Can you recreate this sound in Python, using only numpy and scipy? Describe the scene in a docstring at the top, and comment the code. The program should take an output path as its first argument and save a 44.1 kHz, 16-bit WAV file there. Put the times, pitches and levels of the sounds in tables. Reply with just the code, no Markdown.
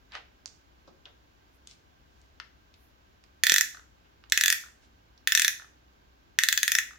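"""A workbench in a small quiet room, with a stereo pair of microphones close to the hands.
A plastic paintball magazine is wound in four twists: a pawl snaps over the ratchet teeth and rings
the hollow shell, and after each twist the released winder knocks as it settles. Two snaps carry a low pop.
Fingers tick and rub on the plastic before and between the twists; behind them the room hums faintly."""
import sys
import numpy as np
from scipy import signal
from scipy.fft import rfft, irfft
from scipy.io import wavfile

SR = 44100
rng = np.random.default_rng(int(sys.argv[2]) if len(sys.argv) > 2 else 0)


def materialize(psi):
    """Save the field psi as 16-bit PCM at rate SR to the path in sys.argv[1].

    A 1-D psi becomes a single channel; in a 2-D psi each row is a channel.
    """
    bounded = np.clip(np.atleast_2d(psi).T, -1, 1)
    quanta = np.round(bounded * 32767).astype(np.int16)
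    wavfile.write(sys.argv[1], SR, quanta)


N = 307818

# spectrum of the steady background hiss, much fainter above 8 kHz: frequency_hz, relative_db
HISS_SPECTRUM = [(20, -21.5), (62, -2), (100, -11), (200, -16.5), (300, -14.5), (500, -22.5), (1050, -25.5),
                 (1600, -27.5), (3000, -28.5), (5500, -35), (7200, -38), (8500, -55), (11000, -46),
                 (15500, -43)]
# its lean across the microphones: frequency_hz, left_minus_right_db
HISS_PAN = [(60, 4), (150, -3), (380, 1), (950, -1), (2380, -2.0), (5980, -4.5), (15000, 5)]
# its stereo width: frequency_hz, side_minus_mid_db
HISS_WIDTH = [(60, -7), (150, -9), (380, -1), (950, 7.5), (2380, 0.5), (5980, 0), (15000, -1.5)]
# steady tones in the room: pitch_hz, width_hz, level_db, left_minus_right_db
HUM_TONES = [(60.5, 10, -70, 2.5), (1570, 160, -79.5, 5)]
# time for the room to die away: frequency_hz, t60_s
ROOM_DECAY = [(200, 0.64), (1000, 0.28), (2000, 0.37), (4000, 0.34), (7500, .4), (11000, .3), (16000, 0.26)]
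# colour of the reflections: frequency_hz, relative_db
REFLECTION_COLOUR = [(200, 9), (1000, -1.5), (1800, 0.5), (3500, -2.5), (6000, -3), (8500, -6.5),
                     (12000, 0), (15500, 1)]
# fingers sliding on the plastic: middle_s, half_length_s, level_db, low_hz, high_hz
FINGER_RUBS = [(0.158, 0.03, -43, 620, 3540), (1.55, 0.025, -76, 8800, 15600),
               (1.709, 0.033, -58.5, 2300, 6800), (2.2, 0.15, -76, 1500, 6400),
               (2.83, 0.065, -74, 9900, 15600), (4.06, 0.017, -68, 1070, 3440),
               (4.84, 0.028, -66.5, 1490, 6850)]
# light finger contacts: start_s, level_db, low_hz, high_hz, decay_ms, left_minus_right_db
FINGER_TICKS = [(0.121, -47.5, 886, 4400, 1.2, -6), (0.1524, -34, 560, 2400, 1.1, -5),
                (0.4586, -35.5, 4200, 6970, 0.49, -4.5), (0.477, -52, 3000, 7000, .8, 10),
                (0.876, -53.5, 244, 1230, 14.6, -3), (1.055, -43.5, 2500, 3900, 5, -1),
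                (1.0605, -55.5, 397, 2000, 31, -3), (1.673, -43, 3000, 7300, 1.4, 0),
                (1.712, -49.5, 2900, 7000, .8, 2), (2.216, -62.5, 3000, 7000, 1, -4),
                (2.400, -35, 940, 4240, 2.9, 2.5), (2.74, -56, 2200, 5630, 5.4, 0),
                (3.239, -56.5, 1126, 6400, 2.9, -7), (4.239, -51.5, 890, 3860, 2.6, -8),
                (4.299, -44, 2590, 8870, 1.8, -2), (5.177, -58, 3236, 5880, 3.45, -9)]
# first knock of the released winder after each twist: start_s, level_db
WINDER_RELEASES = [(3.747, -42), (4.637, -45.5), (5.597, -43.5), (6.909, -47.5)]
# low pops that come with two of the snaps: start_s, peak_db
LOW_POPS = [(3.5192, -21.5), (4.375, -31)]
# twists; the spring makes all cracks of one twist equally hard: start_s, crack_db, left_minus_right_db
WINDER_TWISTS = [(3.4, -17, -0.8), (4.3, -18, 0.4), (5.2, -17.5, 0.6), (6.3, -18.5, 2)]
# the pawl's snaps, whose hollow ring varies from tooth to tooth: start_s, ring_db
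PAWL_SNAPS = [(3.4359, -16.5), (3.468, -16), (3.4965, -17), (3.5201, -16), (3.5409, -16), (3.5614, -15.5),
              (3.5827, -18.5), (3.6099, -17), (4.3219, -16), (4.3755, -15.5), (4.4107, -18.5),
              (4.4368, -19.5), (4.4594, -18), (4.4809, -18.5), (4.502, -20), (4.5257, -18), (5.2734, -19),
              (5.3212, -15), (5.3508, -17), (5.3748, -16), (5.3964, -19), (5.4195, -17), (5.4469, -16.5),
              (5.48, -18.5), (6.3878, -16), (6.4357, -14.5), (6.4867, -16.5), (6.5267, -19), (6.576, -18),
              (6.631, -18.5), (6.6788, -19.5), (6.7189, -18), (6.7515, -17), (6.7861, -19)]
# modes of the shell and pawl: pitch_hz, width_hz, relative_db, left_minus_right_db
SHELL_MODES = [(1767, 60, -14.5, -9.5), (1809, 57, -6.5, -6.5), (1899, 200, -2.5, -2),
               (2251, 490, -11.5, -4), (2483, 190, -10.5, 0), (3020, 55, -21, -3), (3527, 160, -3.5, -1.5),
               (3854, 450, -10, -3.5), (4630, 1100, -11, -5), (5740, 480, -7, -1.5), (6150, 520, -7, 4),
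               (6850, 230, -14, -5.5), (7116, 1100, -8, 2), (8880, 700, -17.5, 6), (10900, 1100, -15, -3.5),
               (12160, 930, -16, 0.5), (13000, 1200, -18.5, -7), (14800, 890, -15, 3.5)]

RING_HZ, CLACK_HZ, CRACK_HZ = 1890, 3300, 6200  # the three registers of a snap


def from_db(db):
    """Decibels to gain."""
    return 10 ** (np.asarray(db) / 20)


def rms_one(x):
    """Scale to unit rms."""
    return x / np.sqrt(np.mean(x ** 2) + 1e-20)


def at_hz(points, hz):
    """Read a table on a log-frequency axis."""
    f, value = np.transpose(points)
    return np.interp(np.log(np.maximum(hz, 1)), np.log(f), value)


def panned(db):
    """Left and right microphone gains as a column."""
    return from_db(np.array([[db], [-db]]) / 2)


def add(out, s, sound):
    """Mix a short sound in at time s."""
    i = int(round(s * SR))
    out[:, i:i + sound.shape[-1]] += sound[..., :N - i]


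def band(x, low_hz, high_hz, order=3):
    """Causal band-pass."""
    return signal.sosfilt(signal.butter(order, [low_hz, high_hz], "band", fs=SR, output="sos"), x)


def stereo_noise(size, alike):
    """White noise partly shared by the two microphones."""
    mid, side = rng.standard_normal((2, size))
    return np.sqrt((1 + alike) / 2) * mid + np.sqrt((1 - alike) / 2) * np.array([side, -side])


def hiss_and_hum(hiss_db=-61.5):
    """Soft steady background hiss, with narrow bands of noise for the room's wavering hum."""
    hz = np.fft.rfftfreq(N, 1 / SR)
    mid, side = rfft(rng.standard_normal((2, N))) * from_db(at_hz(HISS_SPECTRUM, hz))
    hiss = mid + from_db(at_hz(HISS_WIDTH, hz)) * np.array([side, -side])
    balance = from_db(np.outer([1, -1], at_hz(HISS_PAN, hz)) / 2)
    out = from_db(hiss_db) * rms_one(irfft(hiss * balance, N))
    for pitch_hz, width_hz, level_db, pan_db in HUM_TONES:
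        hum = rfft(rng.standard_normal(N)) / (1 + (2 * (hz - pitch_hz) / width_hz) ** 2)
        out += from_db(level_db) * panned(pan_db) * rms_one(irfft(hum, N))
    return out


def reflections(x, gain_db=-35, early_db=-3, early_s=0.013, first_s=0.0016, move_s=.09, patterns=6):
    """Close reflections merge into a tail, longest in the bass; their pattern shifts as the hands move."""
    t = np.arange(SR * 3 // 5) / SR
    hz, centres_hz = np.fft.rfftfreq(len(t), 1 / SR), np.geomspace(200, 16000, 12)
    bands = np.array([np.interp(hz, centres_hz, row) for row in np.eye(len(centres_hz))])[:, None]
    colour_db = at_hz(REFLECTION_COLOUR, centres_hz)[:, None, None]
    t60_s = at_hz(ROOM_DECAY, centres_hz)[:, None, None]
    decays = from_db(colour_db - 60 * t / t60_s)
    onset = (t > first_s) * (1 + from_db(early_db) * np.exp(-t / early_s))
    place, out = np.arange(N) / SR / move_s, np.zeros((2, N))
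    for k in range(patterns):
        noise_bands = irfft(bands * rfft(stereo_noise(len(t), alike=0.091)), len(t))
        tail = onset * (noise_bands * decays).sum(0)
        crossfade = np.clip(1 - np.abs((place - k) % patterns - patterns / 2), 0, 1)
        out += signal.oaconvolve(x * np.sqrt(crossfade), tail, axes=1)[:, :N]
    return from_db(gain_db) * out


def finger_rubs(grain_spread_db=4):
    """Skin slides on plastic: dense uneven grains that swell and fade."""
    out = np.zeros((2, N))
    for middle_s, half_s, level_db, low_hz, high_hz in FINGER_RUBS:
        stroke = np.arange(-2, 2, 1 / (half_s * SR))  # time from the middle, in half lengths
        grains = stereo_noise(len(stroke), alike=0.15)
        grains *= from_db(grain_spread_db * rng.standard_normal(len(stroke)))
        rub = rms_one(band(grains, low_hz, high_hz)) * np.exp(-stroke ** 2)
        add(out, middle_s - 2 * half_s, from_db(level_db) * rub)
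    return out


def winder_knocks(count=3, gap_s=0.024, loss_db=3.5, low_hz=1214, high_hz=1900, decay_ms=1.9):
    """The released winder knocks a few times, each time more softly; rows as in FINGER_TICKS."""
    return [(start_s + k * gap_s, level_db - k * loss_db, low_hz, high_hz, decay_ms, 0)
            for start_s, level_db in WINDER_RELEASES for k in range(count)]


def small_contacts(grit_db=-13, spill_db=-16):
    """Ticks and knocks: a sharp touch and dying grit, strongest in the range of the part touched."""
    out, t = np.zeros((2, N)), np.arange(SR // 20) / SR
    for start_s, level_db, low_hz, high_hz, decay_ms, pan_db in FINGER_TICKS + winder_knocks():
        touch = from_db(grit_db) * stereo_noise(len(t), alike=0.22) * np.exp(-t * 1000 / decay_ms)
        touch[:, 0] += 1
        spill = from_db(spill_db) * band(touch, low_hz=600, high_hz=6000, order=6)
        tick = band(touch, low_hz, high_hz) + spill
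        tick /= np.sqrt(np.mean(tick[:, :SR // 300] ** 2))  # unit rms over the first 3.3 ms
        add(out, start_s, from_db(level_db) * panned(pan_db) * tick)
    return out


def low_pops(start_hz=950, fall_s=0.0027, swell_s=0.0016, right_gain=-0.36):
    """Short low pops, mostly in the left microphone, whose pitch drops away within a few cycles."""
    out, t = np.zeros((2, N)), np.arange(SR // 50) / SR
    cycles = start_hz * fall_s * (1 - np.exp(-t / fall_s))
    pop = np.sin(2 * np.pi * cycles) * t / swell_s * np.exp(1 - t / swell_s)
    for start_s, peak_db in LOW_POPS:
        add(out, start_s, from_db(peak_db) * np.array([pop, right_gain * pop]))
    return out


def pawl_snaps(clack_offset_db=-0.16, clack_fade_db=5, pan_per_db=-0.14):
    """Each snap's time, register levels and pan: the clack fades over a twist, a full ring leans right."""
    snaps = np.array(PAWL_SNAPS)
    twist_of_snap = np.searchsorted([row[0] for row in WINDER_TWISTS], snaps[:, 0]) - 1
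    for k, (_, crack_db, pan_db) in enumerate(WINDER_TWISTS):
        teeth = snaps[twist_of_snap == k]
        for (start_s, ring_db), turned in zip(teeth, np.linspace(-.5, .5, len(teeth))):
            clack_db = crack_db + clack_offset_db - clack_fade_db * turned
            yield start_s, (ring_db, clack_db, crack_db), pan_db + pan_per_db * (ring_db - crack_db)


def pawl_contact(t, chatter_db=-23, chatter_s=0.0029):
    """The pawl strikes, then chatters as it seats on the next tooth; the chatter favours high modes."""
    chatter = np.diff(stereo_noise(len(t) + 1, alike=0.34)) * np.exp(-t / chatter_s)
    contact = from_db(chatter_db) * signal.lfilter([1], [1, -.3], chatter)
    contact[:, 0] = 1
    return contact


def ratchet(strike_db=40.0, rise_s=0.00027, detune=0.0028, mode_spread_db=2.1,
            path_rad_per_octave=.6, wander_rad_per_octave=0.68, apart_hz=7000, radiate_hz=1440):
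    """Close to the microphones, each snap of the pawl rings the modes of the hollow shell."""
    out, t = np.zeros((2, N)), np.arange(SR // 20) / SR
    hz, width_hz, mode_db, mode_pan_db = np.transpose(SHELL_MODES)[:, :, None]
    envelopes = 2 * np.pi * width_hz / SR * np.exp(-np.pi * width_hz * t) * (1 - np.exp(-t / rise_s))
    # every mode has its own path to the microphones; short waves reach the two less alike
    path, apart = rng.standard_normal((2, len(hz), 1))
    for start_s, registers_db, pan_db in pawl_snaps():
        # the grip changes a little from tooth to tooth
        tuning, strength, wander = rng.standard_normal((3, len(hz), 1))
        register_db = np.interp(hz, (RING_HZ, CLACK_HZ, CRACK_HZ), registers_db)
        modes = from_db(mode_db + register_db + mode_spread_db * strength) * envelopes
        offset = (path_rad_per_octave * path + wander_rad_per_octave * wander) * np.log2(hz / hz[0])
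        phase = 2 * np.pi * hz * (1 + detune * tuning) * t + offset
        at_mics = [modes * from_db(side * mode_pan_db / 2) * np.cos(phase + side * apart * hz / apart_hz)
                   for side in (1, -1)]
        snap = signal.fftconvolve(np.sum(at_mics, axis=1), pawl_contact(t), axes=1)
        add(out, start_s, from_db(strike_db) * panned(pan_db) * snap)
    # below its first mode the small shell radiates only a faint knock
    knock = from_db(-20) * band(out + 1e-18, low_hz=620, high_hz=1050, order=2)
    radiation = signal.butter(6, radiate_hz, "high", fs=SR, output="sos")
    return knock + signal.sosfilt(radiation, out + 1e-18)


def scene():
    """The magazine close to the microphones, and the small room around it."""
    magazine = ratchet() + small_contacts() + finger_rubs()
    return magazine + reflections(magazine) + low_pops() + hiss_and_hum()


def record(dry):
    """The very highest peaks clip, and the treble is cut above 16.3 kHz."""
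    treble_cut = signal.ellip(10, .2, 70, 16300, fs=SR, output="sos")
    return signal.sosfilt(treble_cut, np.clip(dry, -.88, .88))


dry = scene()
out = record(dry)
materialize(out)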